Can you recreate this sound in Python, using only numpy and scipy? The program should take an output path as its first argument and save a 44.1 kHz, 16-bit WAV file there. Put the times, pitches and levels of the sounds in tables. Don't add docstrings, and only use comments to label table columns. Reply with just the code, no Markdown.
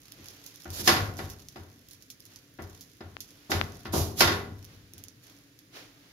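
import sys
import numpy as np
from scipy import signal
from scipy.fft import rfft, irfft
from scipy.io import wavfile

SR = 44100
rng = np.random.default_rng(int(sys.argv[2]) if len(sys.argv) > 2 else 0)


def waveform_to_disk(signal):
    frames = np.transpose(np.atleast_2d(signal))
    scaled = np.clip(frames, -1, 1) * 32767
    samples = np.round(scaled).astype(np.int16)
    wavfile.write(sys.argv[1], SR, samples)


N = 269892

# (frequency [Hz], relative density [dB])
CLATTER_SPECTRUM = [(25, -25), (55, -10.5), (140, -4.5), (265, -4.5), (450, -4.5), (860, -3.5),
                    (1250, -2.5), (1870, -6), (2300, -4.5), (2900, -5), (4800, -4), (7500, -9.5),
                    (15000, -9.5)]
# (frequency [Hz], coherence [0-1])
COHERENCE = [(100, .99), (270, .95), (450, .7), (750, .5), (1200, 0)]


def amp(db):
    return 10 ** (np.asarray(db) / 20)


def unit_rms(x):
    return x / np.sqrt(np.mean(x ** 2) + 1e-20)


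def lookup(points, hz):
    f, value = np.transpose(points)
    return np.interp(np.log(hz + 1), np.log(f + 1), value)


def add(mix, at_s, sound):
    part = mix[:, max(round(at_s * SR), 0):][:, :sound.shape[1]]
    part += sound[:, :part.shape[1]]


def noise(spectrum, size):
    hz = np.fft.rfftfreq(size, 1 / SR)
    left, other = rfft(rng.standard_normal((2, size)))
    same = np.clip(lookup(COHERENCE, hz), 0, 1)
    right = same * left + np.sqrt(1 - same ** 2) * other
    return unit_rms(irfft(np.array([left, right]) * amp(lookup(spectrum, hz)), size))


def colour(x, curve_db, size=4096):
    hz = abs(np.fft.fftfreq(size, 1 / SR))
    log_gain = np.log(amp(np.maximum(curve_db(hz), -100)))
    taps = np.fft.ifft(np.exp(np.conj(signal.hilbert(log_gain)))).real[:size // 2]
    return signal.oaconvolve(x, taps[None], axes=1)[:, :x.shape[1]]


def die_away(x, t60_scale):
    # (frequency [Hz], unscaled t60 [s])
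    decay = [(60, 2.1), (150, 0.81), (350, 0.79), (800, 0.64), (2000, 0.51), (5000, 0.39), (14000, 0.15)]
    hz, t, bands = signal.stft(x, SR, nperseg=256)
    t60_s = t60_scale * lookup(decay, hz)[:, None]
    return signal.istft(bands * amp(-60 * t / t60_s), SR, nperseg=256)[1][:, :x.shape[1]]


def kitchen(x, wet_db=-6.5):
    tail = die_away(rng.standard_normal((2, SR // 2)), t60_scale=0.36)
    tail /= np.linalg.norm(tail[0])
    return x + amp(wet_db) * signal.fftconvolve(x, tail, axes=1)[:, :N]


def strokes(rows, swell_share=0.36):
    t, power = np.arange(N) / SR, np.zeros(N)
    for peak_s, length_s, db in rows:
        age = (t - peak_s) / length_s
        shape = np.exp(-np.where(age < 0, (age / swell_share) ** 2 / 2, age))
        power += (amp(db) * shape) ** 2
    return np.sqrt(power)


def grit(spectrum, slips_per_s, spread_db, slip_s=0.0015):
    slips = (rng.random(N) < slips_per_s / SR) * amp(spread_db * np.minimum(rng.exponential(1, N), 5))
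    energy = signal.lfilter([1], [1, -np.exp(-1 / (slip_s * SR))], slips ** 2)
    return unit_rms(noise(spectrum, N) * np.sqrt(energy))


def room_hiss():
    # (frequency [Hz], relative density [dB])
    spectrum = [(20, -19), (50, 1), (70, -13), (105, 5.5), (170, -2), (235, -7.5), (285, 6), (335, -6.5),
                (480, -9.5), (850, -23.5), (1750, -13), (2400, -16.5), (6000, -16.5), (15000, -24)]
    return amp(-58.5) * noise(spectrum, N)


def meal(snap_s=0.00033, crunch_s=0.016, crunch_db=-9, highpass_hz=3900,
         ticks_per_s=20, tick_db=21, tick_spread_db=3):
    # (peak time [s], length [s], level [dB])
    rubs = [(0.09, 0.25, -57.5), (0.28, 0.13, -53), (0.46, 0.13, -50.5), (0.74, 0.33, -52.5),
            (1.25, 0.45, -56.5), (1.57, 0.045, -55), (1.92, 0.19, -61), (2.28, 0.14, -59.5),
            (2.74, 0.32, -58), (3.29, 0.14, -57), (3.69, 0.2, -55), (4.62, 0.15, -61.5),
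            (5.27, 0.09, -56.5)]
    # (time [s], level [dB], lingering crunch [0-1])
    grains = [(0.121, -25.5, 0), (0.2850, -24, 0.1), (0.464, -29.5, 0.6), (0.7037, -23, 0.37),
              (1.3, -26, 0.56), (1.486, -24.5, 0.12), (1.8870, -29.5, 0.1), (1.91, -30.5, 0.4),
              (1.933, -32, 0.3), (2.024, -35, 0.35), (2.102, -27, 0.61), (2.2040, -31, 0.1),
              (2.2537, -33.5, 0.24), (2.36, -32, 0.3), (2.622, -32.5, 0.46), (2.809, -32, 0.9),
              (3.2050, -18.5, 0.37), (3.851, -33.5, 0.4), (4.6450, -30.5, 0.2), (4.9360, -25.5, 0.1),
              (4.9808, -32, 0.5), (5.0385, -24.5, 0.18), (5.084, -29, 0.13), (5.59, -35, 0.25)]
    # (frequency [Hz], relative density [dB])
    spectrum = [(300, -14.5), (2000, -3.5), (4000, 1), (6000, 5), (9000, -2.5), (12500, 1), (16000, -9)]
    snaps, t = np.zeros((2, N)), np.arange(SR // 10) / SR
    rubbing = strokes(rubs)
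    snap = np.exp(-t / snap_s)
    for at_s, db, crunch in grains:
        shape = snap + amp(crunch_db) * crunch * np.exp(-t / crunch_s)
        add(snaps, at_s, amp(db) * shape * rng.standard_normal((2, len(t))))
    ticks = (rng.random(N) < ticks_per_s / SR) * rubbing
    ticks *= amp(tick_db + tick_spread_db * rng.standard_normal(N))
    snaps += signal.oaconvolve(ticks, snap)[:N] * rng.standard_normal((2, N))
    snaps = colour(snaps, lambda f: lookup(spectrum, f) - 10 * np.log10(1 + (highpass_hz / (f + 1)) ** 4))
    rustle = grit(spectrum, slips_per_s=1700, spread_db=5) * rubbing
    return kitchen(snaps + rustle)


def arm_swishes():
    # (frequency [Hz], relative density [dB])
    spectrum = [(80, -20), (300, 6), (520, 4.5), (900, 0), (1700, 2), (5000, 1), (12000, -11), (16000, -12)]
    # (peak time [s], length [s], level [dB])
    moves = [(0.27, 0.35, -55), (2.33, 0.088, -58.5), (3.6, 0.69, -58), (4.72, 0.13, -57.5),
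             (5.0, 0.13, -60), (5.3, 0.12, -58), (5.775, 0.075, -44.5), (6.1, 0.41, -60)]
    return noise(spectrum, N) * strokes(moves)


def bowl(x):
    # (centre [Hz], width [Hz], lift [dB])
    bands = [(223, 26, 3.9), (310, 48, 4.6), (680, 65, 1.5), (735, 41, 3.8), (990, 70, 3), (1400, 83, 3.7),
             (1530, 190, 4.5), (1754, 150, 4.4), (2003, 116, 8.4), (3620, 170, 1.2), (4870, 270, 1.7)]
    lifted = colour(x, lambda f: sum(db / (1 + ((f - hz) / (width / 2)) ** 4) for hz, width, db in bands))
    return unit_rms(lifted)


def knock(metal, tilt_db_per_oct, cut_hz, t60_scale, likeness=0.69, crack_s=0.014,
          crack_db=1, clatter_db=-4, modes_db=-21.5, contact_cycles=3):
    # (frequency [Hz], relative level [dB], unscaled t60 [s])
    modes = [(237, -9, 0.49), (348, 9, 0.27), (400.8, 1, 0.71), (511.4, -3.5, 0.23), (616.5, -1, 0.38),
             (673, -1.5, .4), (725, 0.5, .35), (764, 6, 0.39), (1101, 3, 0.52), (1220, -1.5, .4),
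             (1400, 9.5, .27), (1440, -1, 0.56), (1781, 3.5, .38), (1950, 5.5, .2), (2230, 0.5, .35),
             (3640, 1.5, 0.43), (3890, 1, 0.4), (5020, 15.5, 0.087), (5142, 10.5, 0.097), (5150, 7, 0.15)]
    t = np.arange(SR) / SR
    clatter = bowl(likeness * metal + np.sqrt(1 - likeness ** 2) * noise(CLATTER_SPECTRUM, SR))
    burst = bowl(noise(CLATTER_SPECTRUM, SR))
    crack = colour(burst, lambda f: -10 * np.log10(1 + (500 / (f + 1)) ** 2)) * np.exp(-t / crack_s)
    sound = amp(crack_db) * crack + amp(clatter_db) * die_away(clatter, t60_scale)
    for hz, db, t60_s in modes:
        apart_rad = np.arccos(np.clip(lookup(COHERENCE, hz), 0, 1))
        port_rad = apart_rad * rng.choice([-.5, .5]) * np.array([[1], [-1]])
        envelope = amp(modes_db + db - 60 * t / (t60_s * t60_scale))
        sound += envelope * np.sin(2 * np.pi * (hz * t + rng.random()) + port_rad)
    sound *= 1 - np.exp(-t * cut_hz / contact_cycles)
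    return colour(sound, lambda f: tilt_db_per_oct * np.log2(np.maximum(f, 200) / 1000)
                  - 10 * np.log10(1 + (f / cut_hz) ** 6))


def stove_boom(load, swell_s=0.031, shift_db=5, split_hz=94):
    # (frequency [Hz], relative level [dB], t60 [s])
    modes = [(52.9, -15.5, 0.72), (86.8, 2.5, 0.48), (101.63, -8.5, 0.76), (140.4, -13, 0.42)]
    t, boom = np.arange(SR) / SR, np.zeros(SR)
    for hz, db, t60_s in modes:
        unloaded_db = shift_db * (1 - load) * np.tanh((hz - split_hz) / 5)
        detuned_hz = hz * (1 + 0.004 * rng.standard_normal())
        boom += amp(db + unloaded_db - 60 * t / t60_s) * np.sin(2 * np.pi * detuned_hz * t)
    swell = 1 - np.exp(-(t / swell_s) ** 3)
    return np.tile(boom * swell, (2, 1))


def rocking_pan(hard_blow_db=-12, hard_blow_hz=11000):
    # (time [s], level [dB], contact cut-off [Hz], stove boom [dB])
    knocks = [(0.174, -51.5, 446, -46.5), (0.654, -37.5, 3020, -32), (0.79, -34.5, 500, -38),
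              (0.8751, -12, 9800, -26.5), (0.890, -15, 6420, -51), (0.945, -33, 9000, -27),
              (0.963, -24, 7000, -25), (1.088, -38.5, 2310, -33), (1.189, -31, 5000, -31),
              (1.558, -39, 6000, -39.5), (2.587, -36, 3080, -34.5), (3.006, -39, 5660, -38),
              (3.495, -26, 980, -33.5), (3.5162, -20.5, 6850, -23), (3.854, -33, 5700, -30),
              (3.931, -16.5, 930, -22), (3.958, -23.5, 970, -17.5), (4.206, -12, 11500, -23),
              (4.219, -16.5, 5640, -40.5), (4.275, -19, 6760, -31), (4.319, -25, 7650, -55),
              (4.472, -59, 450, -35), (4.720, -60, 395, -45), (4.930, -54.5, 450, -44.5)]
    # (start [s], end [s])
    leans = [(0.6, 0.85), (1.15, 1.6), (2.5, 3.7), (3.9, 4.15)]
    out, metal = np.zeros((2, N)), noise(CLATTER_SPECTRUM, SR)
    for at_s, db, cut_hz, boom_db in knocks:
        tilt_db_per_oct = 0.28 + 0.1464 * (db - hard_blow_db) + 0.47 * np.log2(cut_hz / hard_blow_hz)
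        leaning = any(start_s <= at_s < end_s for start_s, end_s in leans)
        load, t60_scale = (0.75, 0.94) if leaning else (0.3, 0.85)
        add(out, at_s, amp(db) * knock(metal, tilt_db_per_oct, cut_hz, t60_scale))
        add(out, at_s, amp(boom_db) * stove_boom(load))
    return out


def sliding_pan(onset_s=0.014):
    # (start [s], catch [s], level at catch [dB], rise to catch [dB], 20 dB fade time [s])
    slides = [(0.719, 0.818, -33, 9, 0.01), (0.822, 0.879, -25, 21.5, 0.15), (1.173, 1.187, -45, -8, 0.13),
              (3.493, 3.508, -33.5, 11.5, 0.1346), (3.921, 3.983, -29.5, 3, 0.1369),
              (4.155, 4.197, -24.5, 31, 0.15)]
    # (frequency [Hz], relative density [dB])
    spectrum = [(200, -0.5), (1000, -7.5), (2200, -7), (3500, -2.5), (6300, 4), (9000, -2), (12500, 1),
                (15000, -8), (16000, -14.5)]
    t, speed = np.arange(N) / SR, np.zeros(N)
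    for start_s, catch_s, db, rise_db, fade_s in slides:
        onset = np.clip((t - start_s) / onset_s, 0, 1)
        ramp_db = np.interp(t, [start_s, catch_s], [db - rise_db, db])
        fade_db = 20 * np.maximum(t - catch_s, 0) / fade_s
        speed += onset * amp(ramp_db - fade_db)
    return kitchen(grit(spectrum, slips_per_s=6600, spread_db=-1) * speed)


def digital_clicks():
    # (time [s], peak [dB], half width [ms])
    clicks = [(3.168, -20, 0.11), (3.6135, -4.5, 0.11)]
    out = np.zeros((2, N))
    for at_s, db, half_width_ms in clicks:
        offset = (np.arange(N) / SR - at_s) * 1000 / half_width_ms
        spike = offset / (1 + offset ** 2) ** 2
        out[0] -= amp(db) * spike / spike.max()
    return out


def scene():
    return room_hiss() + meal() + arm_swishes() + rocking_pan() + sliding_pan() + digital_clicks()


def record(dry, notch_hz=8250, notch_half_width_hz=650, notch_db=14, rumble_hz=32,
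           right_lag_samples=6, band_limit_hz=15750):
    # (frequency [Hz], left minus right [dB])
    balance = [(60, 2.78), (160, 1.97), (280, 0), (700, 3), (1300, 1), (3000, 0.1), (5500, -7), (9000, -8),
               (15000, -13)]

    def port_db(f, side):
        balance_db = 10 * np.log10(2 / (1 + amp(-2 * side * lookup(balance, f))))
        rumble_cut_db = 10 * np.log10(1 + (rumble_hz / (f + 1)) ** 4)
        return balance_db - rumble_cut_db - notch_db / (1 + ((f - notch_hz) / notch_half_width_hz) ** 2)

    left = colour(dry[:1], lambda f: port_db(f, side=1))[0]
    right = colour(dry[1:], lambda f: port_db(f, side=-1))[0]
    right = np.pad(right, (right_lag_samples, 0))[:N]
    lowpass = signal.firwin(255, band_limit_hz, window=("kaiser", 9), fs=SR)
    return signal.oaconvolve(np.array([left, right]), lowpass[None], "same")


dry = scene()
out = record(dry)
waveform_to_disk(out)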